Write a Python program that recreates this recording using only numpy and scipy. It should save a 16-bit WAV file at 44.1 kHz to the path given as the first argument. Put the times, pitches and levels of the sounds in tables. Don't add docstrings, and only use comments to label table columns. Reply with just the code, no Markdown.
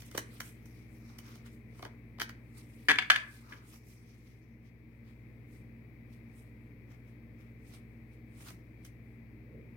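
import sys
import numpy as np
from scipy import signal
from scipy.fft import rfft, irfft, next_fast_len
from scipy.io import wavfile
from scipy.ndimage import uniform_filter1d

SR = 44100
rng = np.random.default_rng(int(sys.argv[2]) if len(sys.argv) > 2 else 0)


def pcm_store(signal):
    levels = np.round(np.clip(np.atleast_2d(signal), -1, 1) * 32767)
    wavfile.write(sys.argv[1], SR, levels.astype(np.int16).T)


N = 430416
TIME = np.arange(N) / SR

# pitch_hz, width_hz, level_db
EDGE_MODES = [(5880, 790, 1), (8810, 1200, -0.5), (11500, 7500, -5), (15270, 1900, -2.5)]
# frequency_hz, left_minus_right_db
SLIDE_BALANCE = [(1000, 1.5), (2000, 3.5), (3500, -1.5), (5500, -5), (8000, -6.5), (11000, -2), (15000, -5)]


def from_db(db):
    return 10 ** (np.asarray(db) / 20)


def rms_one(x):
    return x / np.sqrt(np.mean(x ** 2) + 1e-20)


def at_hz(points, hz):
    points_hz, values = np.transpose(points)
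    return np.interp(np.log(np.maximum(hz, 1)), np.log(points_hz), values)


def drift(rate_hz):
    control_hz = 400
    noise = rng.standard_normal(int(TIME[-1] * control_hz) + 800)
    pole = np.exp(-2 * np.pi * rate_hz / control_hz)
    slow = signal.lfilter([1], [1, -2 * pole, pole * pole], noise)[798:]
    return np.interp(TIME * control_hz, np.arange(len(slow)), rms_one(slow))


def coloured(noise, colour):
    size = next_fast_len(N)
    eq = from_db(at_hz(colour, np.fft.rfftfreq(size, 1 / SR)))
    return rms_one(irfft(rfft(noise, size) * eq, size)[..., :N])


def stereo_noise(side_db):
    mid, side = rng.standard_normal((2, N))
    return mid + from_db(side_db) * side * np.array([[1], [-1]])


def panned(x, balance):
    size = next_fast_len(N + SR // 10)
    pan_db = at_hz(balance, np.fft.rfftfreq(size, 1 / SR))
    return irfft(rfft(x, size) * from_db([pan_db / 2, -pan_db / 2]), size)[:, :N]


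def resonate(x, modes):
    out = 0
    for k, (hz, width_hz, db) in enumerate(modes):
        r = np.exp(-np.pi * width_hz / SR)
        feedforward = np.array([1, 0, -1]) * (1 - r * r) / 2
        feedback = [1, -2 * r * np.cos(2 * np.pi * hz / SR), r * r]
        out = out + (-1) ** k * from_db(db) * signal.lfilter(feedforward, feedback, x + 1e-18)
    return out


def microphone_noise():
    # frequency_hz, level_db
    broad_hiss = [(1000, 1), (2900, 1), (4600, -1), (7000, -10), (9500, -8.5), (12500, 0), (15500, 3)]
    narrow_hiss = [(600, -18.5), (1000, -11.5), (1450, -15), (1750, -7), (2050, 0.5), (2350, -0.5),
                   (2600, -8.5), (2900, -24), (4600, -28), (7000, -39.5)]
    both = from_db(-77) * coloured(rng.standard_normal((2, N)), broad_hiss)
    left = from_db(-63) * coloured(rng.standard_normal(N), narrow_hiss)
    return both + np.array([left, np.zeros(N)])


def room_tone():
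    # pitch_hz, level_db, unsteadiness (0-1)
    hum_lines = [(58.9, -59.5, 0), (104.8, -61, 0), (120, -55.5, .08), (228.5, -61, 0.6), (236.6, -66, 0),
                 (292, -70, 0.5), (315.6, -68, 0.8)]
    # frequency_hz, level_db
    air_colour = [(22, -17.5), (45, -1.5), (85, 1), (135, -2.5), (175, 5), (260, 0.5), (330, -3),
                  (450, -4.5), (560, -12), (800, -20.5), (1500, -32), (3000, -40.5), (8000, -60)]
    hum = 0
    for hz, db, unsteadiness in hum_lines:
        phase = 2 * np.pi * (hz * TIME + rng.random())
        tone = np.sin(phase) * (1 + unsteadiness * drift(6.8))
        phase_wobble = unsteadiness * drift(0.79) * np.cos(phase)
        hum = hum + from_db(db) * rms_one(tone + phase_wobble)
    air = from_db(-58.5) * coloured(stereo_noise(side_db=-8), air_colour)
    return (hum + air) * from_db([[.4], [-.4]])


def room_response(early_db, early_s, tail_db):
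    # frequency_hz, t60_s
    decay_times = [(200, 0.79), (1000, 0.35), (2000, .42), (4000, 0.23), (8000, .3), (15000, 0.13)]
    t = TIME[:SR * 3 // 4]
    fade_in = np.clip((t - .001) / 0.0083, 0, 1)
    early = rng.standard_normal((2, len(t))) ** 3 * fade_in * np.exp(-t / early_s)
    hz = np.fft.rfftfreq(len(t), 1 / SR)
    white = rfft(rng.standard_normal((2, len(t))))
    edges_hz = np.geomspace(100, 18000, 12)
    tail = 0
    for low, high in zip(edges_hz, edges_hz[1:]):
        band = irfft(white * ((hz >= low) & (hz < high)), len(t))
        t60_s = at_hz(decay_times, np.sqrt(low * high))
        tail = tail + band * fade_in * from_db(-60 * t / t60_s)
    return (from_db(early_db) * rms_one(early) + from_db(tail_db) * rms_one(tail)) / np.sqrt(len(t))


def in_room(x, early_db, early_s, tail_db):
    right_lead_s = .00009
    direct = np.array([np.interp(TIME - right_lead_s, TIME, x[0]), x[1]])
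    mid, side = signal.fftconvolve(x, room_response(early_db, early_s, tail_db), axes=1)[:, :N]
    side = signal.sosfilt(signal.butter(1, 700, "high", fs=SR, output="sos"), side)
    return direct + np.array([mid + side, mid - side]) / np.sqrt(2)


def swell(t, peak_s, length_s):
    rise_share, shape = 0.43, 1.1
    slope_s = length_s * np.where(t < peak_s, rise_share, 1 - rise_share)
    return np.exp(-np.abs((t - peak_s) / slope_s) ** shape)


def finger_rustle():
    # frequency_hz, level_db
    rustle_colour = [(90, -9), (150, 15), (300, 1.5), (450, 10.5), (600, -1.5), (1000, -51)]
    rustle = coloured(stereo_noise(side_db=-9.5), rustle_colour)
    return from_db(-52) * swell(TIME, peak_s=9.57, length_s=0.16) * rustle


def friction(colour, grain_db, grain_hz, wander_db, centres_hz):
    grains = stereo_noise(side_db=0.5) * from_db(grain_db * drift(grain_hz))
    bands = [signal.butter(1, [hz / 1.15, hz * 1.15], "band", fs=SR) for hz in centres_hz]
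    wander = sum(signal.lfilter(*band, grains) * drift(4.7) for band in bands)
    return coloured(grains + from_db(wander_db) * wander, colour)


def fanning():
    # frequency_hz, level_db
    fan_colour = [(3300, -22.5), (4400, -3), (5500, -0.5), (6400, -5), (7500, -19.5)]
    edges = friction(fan_colour, grain_db=2.5, grain_hz=25, wander_db=-5, centres_hz=[4600, 5800])
    return panned(from_db(-73) * swell(TIME, peak_s=4.12, length_s=.45) * edges, SLIDE_BALANCE)


def stroke_envelopes():
    # peak_s, length_s, swish_db, grip_db
    strokes = [(.005, 0.019, -54.5, -7), (0.062, .065, -60.5, -3), (0.175, 0.079, -59, 7),
               (0.346, 0.12, -62.5, -2), (0.462, .075, -55, -9), (0.693, 0.42, -70.5, -3),
               (0.965, 0.12, -68, -9), (1.092, 0.13, -75.5, 15), (1.286, 0.14, -65.5, 11),
               (1.466, 0.03, -65.5, 12.5), (1.534, .08, -71, 1), (1.783, 0.14, -73.5, 7),
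               (2.578, 0.064, -63, 1.5), (2.87, 0.5, -68, -2), (3.342, 0.17, -62, -1),
               (3.527, 0.12, -69, 22), (3.694, 0.094, -60.5, -15), (3.745, 0.063, -56.5, -1.5),
               (3.895, 0.1, -60, -13), (4.084, 0.35, -73.5, -1.5), (4.279, .16, -71, -3),
               (4.665, 0.064, -78.5, 5.5), (5.091, 0.095, -78.5, 10), (5.537, .125, -72, -6),
               (6.134, 0.072, -71, -11), (6.395, .115, -69.5, -4.5), (6.919, .05, -74.5, 10.5),
               (7.087, .06, -78.5, 8), (7.41, .07, -76.5, 8.5), (7.699, 0.095, -67, -10),
               (7.746, 0.058, -65.5, 4.5), (8.136, .06, -80.5, 2), (8.414, .1, -63.5, 3),
               (8.48, 0.074, -56.5, 3), (8.863, .04, -65, 0)]
    t = TIME[::32]
    creep_db = -94.5 + 4.5 * np.interp(t, TIME, drift(3.3))
    power = from_db(creep_db) ** 2
    for peak_s, length_s, swish_db, grip_db in strokes:
        rasp_db = swish_db + 0.7 + .5 * grip_db
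        rub_db = swish_db - 5.5 + grip_db
        power = power + np.outer(from_db([swish_db, rasp_db, rub_db]), swell(t, peak_s, length_s)) ** 2
    return [np.interp(TIME, t, np.sqrt(layer)) for layer in power]


def edge_catches():
    catches_per_s = 30
    caught = rng.random(N) < catches_per_s / SR
    click_db = 14.5 + 2 * rng.standard_normal((2, N))
    return resonate(caught * from_db(click_db), EDGE_MODES)


def sliding():
    # frequency_hz, level_db
    face_colour = [(3000, -26), (5000, -16), (6500, -3), (8800, 4.5), (11000, 1.5), (13000, 2), (15500, -3)]
    edge_colour = [(1500, -13), (2500, -0.5), (3500, -2.5), (4400, -4.5), (5700, -4), (7500, -15)]
    finger_colour = [(300, -22), (550, 8), (900, 10), (1300, 13.5), (1900, 4.5), (3000, -22.5)]
    swish_gain, rasp_gain, rub_gain = stroke_envelopes()
    ticks = edge_catches()
    swish = friction(face_colour, grain_db=1.5, grain_hz=73, wander_db=-6, centres_hz=[6200, 8700])
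    rasp = friction(edge_colour, grain_db=2, grain_hz=72, wander_db=-7.5, centres_hz=[3300, 4400, 5700])
    rub = friction(finger_colour, grain_db=2, grain_hz=50, wander_db=-7, centres_hz=[750, 1300])
    return panned(swish_gain * (swish + ticks) + rasp_gain * rasp + rub_gain * rub, SLIDE_BALANCE)


def strike(track, start_s, level_db, modes, spread_s, scatter, top_hz):
    t = TIME[:SR // 7]
    common, left, right = rms_one(np.sinh(rng.standard_normal((3, len(t)))))
    edges = common + from_db(1) * np.array([left, right])
    patter = scatter * edges * np.exp(-t / spread_s) / np.sqrt(spread_s * SR)
    patter[:, 0] += 1
    force = signal.lfilter(*signal.butter(2, top_hz, fs=SR), patter + 1e-18)
    hit = resonate(force, modes)
    power = uniform_filter1d(np.mean(hit ** 2, axis=0), size=88)
    hit *= from_db(level_db) / np.sqrt(power.max())
    start = round(start_s * SR)
    track[:, start:start + hit.shape[1]] += hit[:, :N - start]


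def card_snaps():
    # slap_s, ring_db, crack_db, flap_db
    snaps = [(.0214, -47.5, -58, -60), (.115, -50, -59.5, -58), (.149, -47, -65, -37),
             (.1535, -43.5, -57, -54), (.1785, -26.5, -37.5, -37.5), (.4052, -30, -46, -47),
             (.659, -63, -63.5, -67), (1.188, -46, -54.5, -61), (1.3564, -54, -65, -59),
             (1.7938, -53, -69, -52), (1.827, -41, -61.5, -39.5), (1.8517, -40, -62, -40),
             (2.186, -51, -73, -51), (2.2013, -27.5, -48.5, -48.5), (2.209, -35, -61, -44),
             (2.2172, -23, -42.5, -42), (2.2947, -37.5, -60, -57.5), (8.506, -47, -59, -55),
             (8.851, -53, -60.5, -76)]
    # start_s, level_db
    puffs = [(0.149, -43), (.179, -38.5), (1.851, -64), (2.215, -66)]
    # pitch_hz, width_hz, level_db
    sheet_modes = [(1160, 920, -3), (1760, 1200, 1.5), (2720, 530, -4.5), (2980, 250, 1), (4940, 730, -2)]
    flap_modes = [(308, 390, -3), (610, 210, 1.5), (1000, 580, -4.5)]
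    puff_modes = [(179, 63, -1.7), (280, 75, 0.49), (420, 250, -1.2)]
    flight_s = .003
    out = np.zeros((2, N))
    for slap_s, ring_db, crack_db, flap_db in snaps:
        slip = (slap_s - flight_s, ring_db - 10, crack_db + 1.5)
        slap = (slap_s, ring_db, crack_db)
        for at_s, sheet_db, edge_db in slip, slap:
            strike(out, at_s, sheet_db - 2, sheet_modes, spread_s=0.0013, scatter=2.2, top_hz=3530)
            strike(out, at_s, edge_db + 3.5, EDGE_MODES, spread_s=0.003, scatter=11, top_hz=19000)
        strike(out, slap_s, flap_db, flap_modes, spread_s=0.0054, scatter=5.1, top_hz=1500)
    for start_s, level_db in puffs:
        strike(out, start_s, level_db, puff_modes, spread_s=0.0047, scatter=0.13, top_hz=704)
    return out


def deck_knocks():
    # start_s, knock_db, crack_db, thud_db, packet_count, landing_length_s,
    # last_packet_db (against the first), rebound_delay_s
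    knocks = [(2.885, -16, -40.5, -38, 6, 0.03, 4, 0.073),
              (2.9857, -14, -42.5, -51, 3, 0.0093, -13.5, 0.038),
              (3.1009, -5, -29.5, -51, 3, .015, -9.5, .059), (3.522, -40.5, -75, -55, 3, .012, -0.5, 0.042)]
    # pitch_hz, width_hz, level_db
    deck_modes = [(764, 15, -11.5), (906, 120, -16.5), (1200, 120, -16), (1541, 29, -2), (1690, 240, 4.5),
                  (1785, 70, -4), (1943, 40, -8), (2340, 320, -3), (3020, 360, -6), (3570, 110, -6),
                  (3860, 400, -18.5), (5130, 790, -20), (6150, 850, -25.5)]
    table_modes = [(224.4, 23, 0), (276, 12, 4.5), (405, 35, -2.5), (562.7, 150, -19)]
    second_packet_s, rebound_db = .0032, -12.5
    crack_follows, thud_follows = 0.75, 0.73
    out = np.zeros((2, N))
    for start_s, knock_db, crack_db, thud_db, packets, landing_s, last_db, rebound_s in knocks:
        delays_s = [0, *np.linspace(second_packet_s, landing_s, round(packets) - 1)]
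        contacts = [(start_s + delay, last_db * delay / landing_s) for delay in delays_s]
        contacts.append((start_s + rebound_s, rebound_db))
        for at_s, force_db in contacts:
            deck_db = knock_db + force_db - 1.5
            edge_db = crack_db + crack_follows * force_db
            table_db = thud_db + thud_follows * force_db
            strike(out, at_s, deck_db, deck_modes, spread_s=0.0033, scatter=1.5, top_hz=5600)
            strike(out, at_s, edge_db, EDGE_MODES, spread_s=0.0051, scatter=11, top_hz=10900)
            strike(out, at_s, table_db, table_modes, spread_s=.003, scatter=.15, top_hz=1200)
    return out


def scene():
    # frequency_hz, left_minus_right_db
    hit_balance = [(300, 0), (1000, 0), (1800, 3), (3500, 3.5), (5500, -5.5), (8000, -3.5), (11000, -2),
                   (15000, -2)]
    knocks = in_room(deck_knocks(), early_db=-14.5, early_s=0.034, tail_db=-12)
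    snaps = in_room(card_snaps(), early_db=-6.5, early_s=0.011, tail_db=-12.5) * from_db([[-.5], [.5]])
    hits = panned(knocks + snaps, hit_balance)
    return hits + sliding() + finger_rustle() + room_tone() + microphone_noise() + fanning()


def gain_control(x, threshold_db, depth_db, release_db_per_s):
    power = uniform_filter1d(np.mean(x ** 2, axis=0), size=441)
    level_db = 10 * np.log10(np.maximum(power, 1e-12))
    release_db = release_db_per_s * TIME
    held_over_db = np.maximum.accumulate(level_db - threshold_db + release_db) - release_db
    pole = np.exp(-1 / (.08 * SR))
    reduction_db = signal.lfilter([1 - pole], [1, -pole], np.clip(held_over_db, 0, depth_db))
    return x * from_db(-reduction_db)


def record(dry):
    cutoff_hz = 16100
    ducked = gain_control(dry, threshold_db=-25.5, depth_db=3.0, release_db_per_s=7.0)
    return signal.sosfilt(signal.ellip(10, .2, 70, cutoff_hz, fs=SR, output="sos"), ducked)


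dry = scene()
out = record(dry)
pcm_store(out)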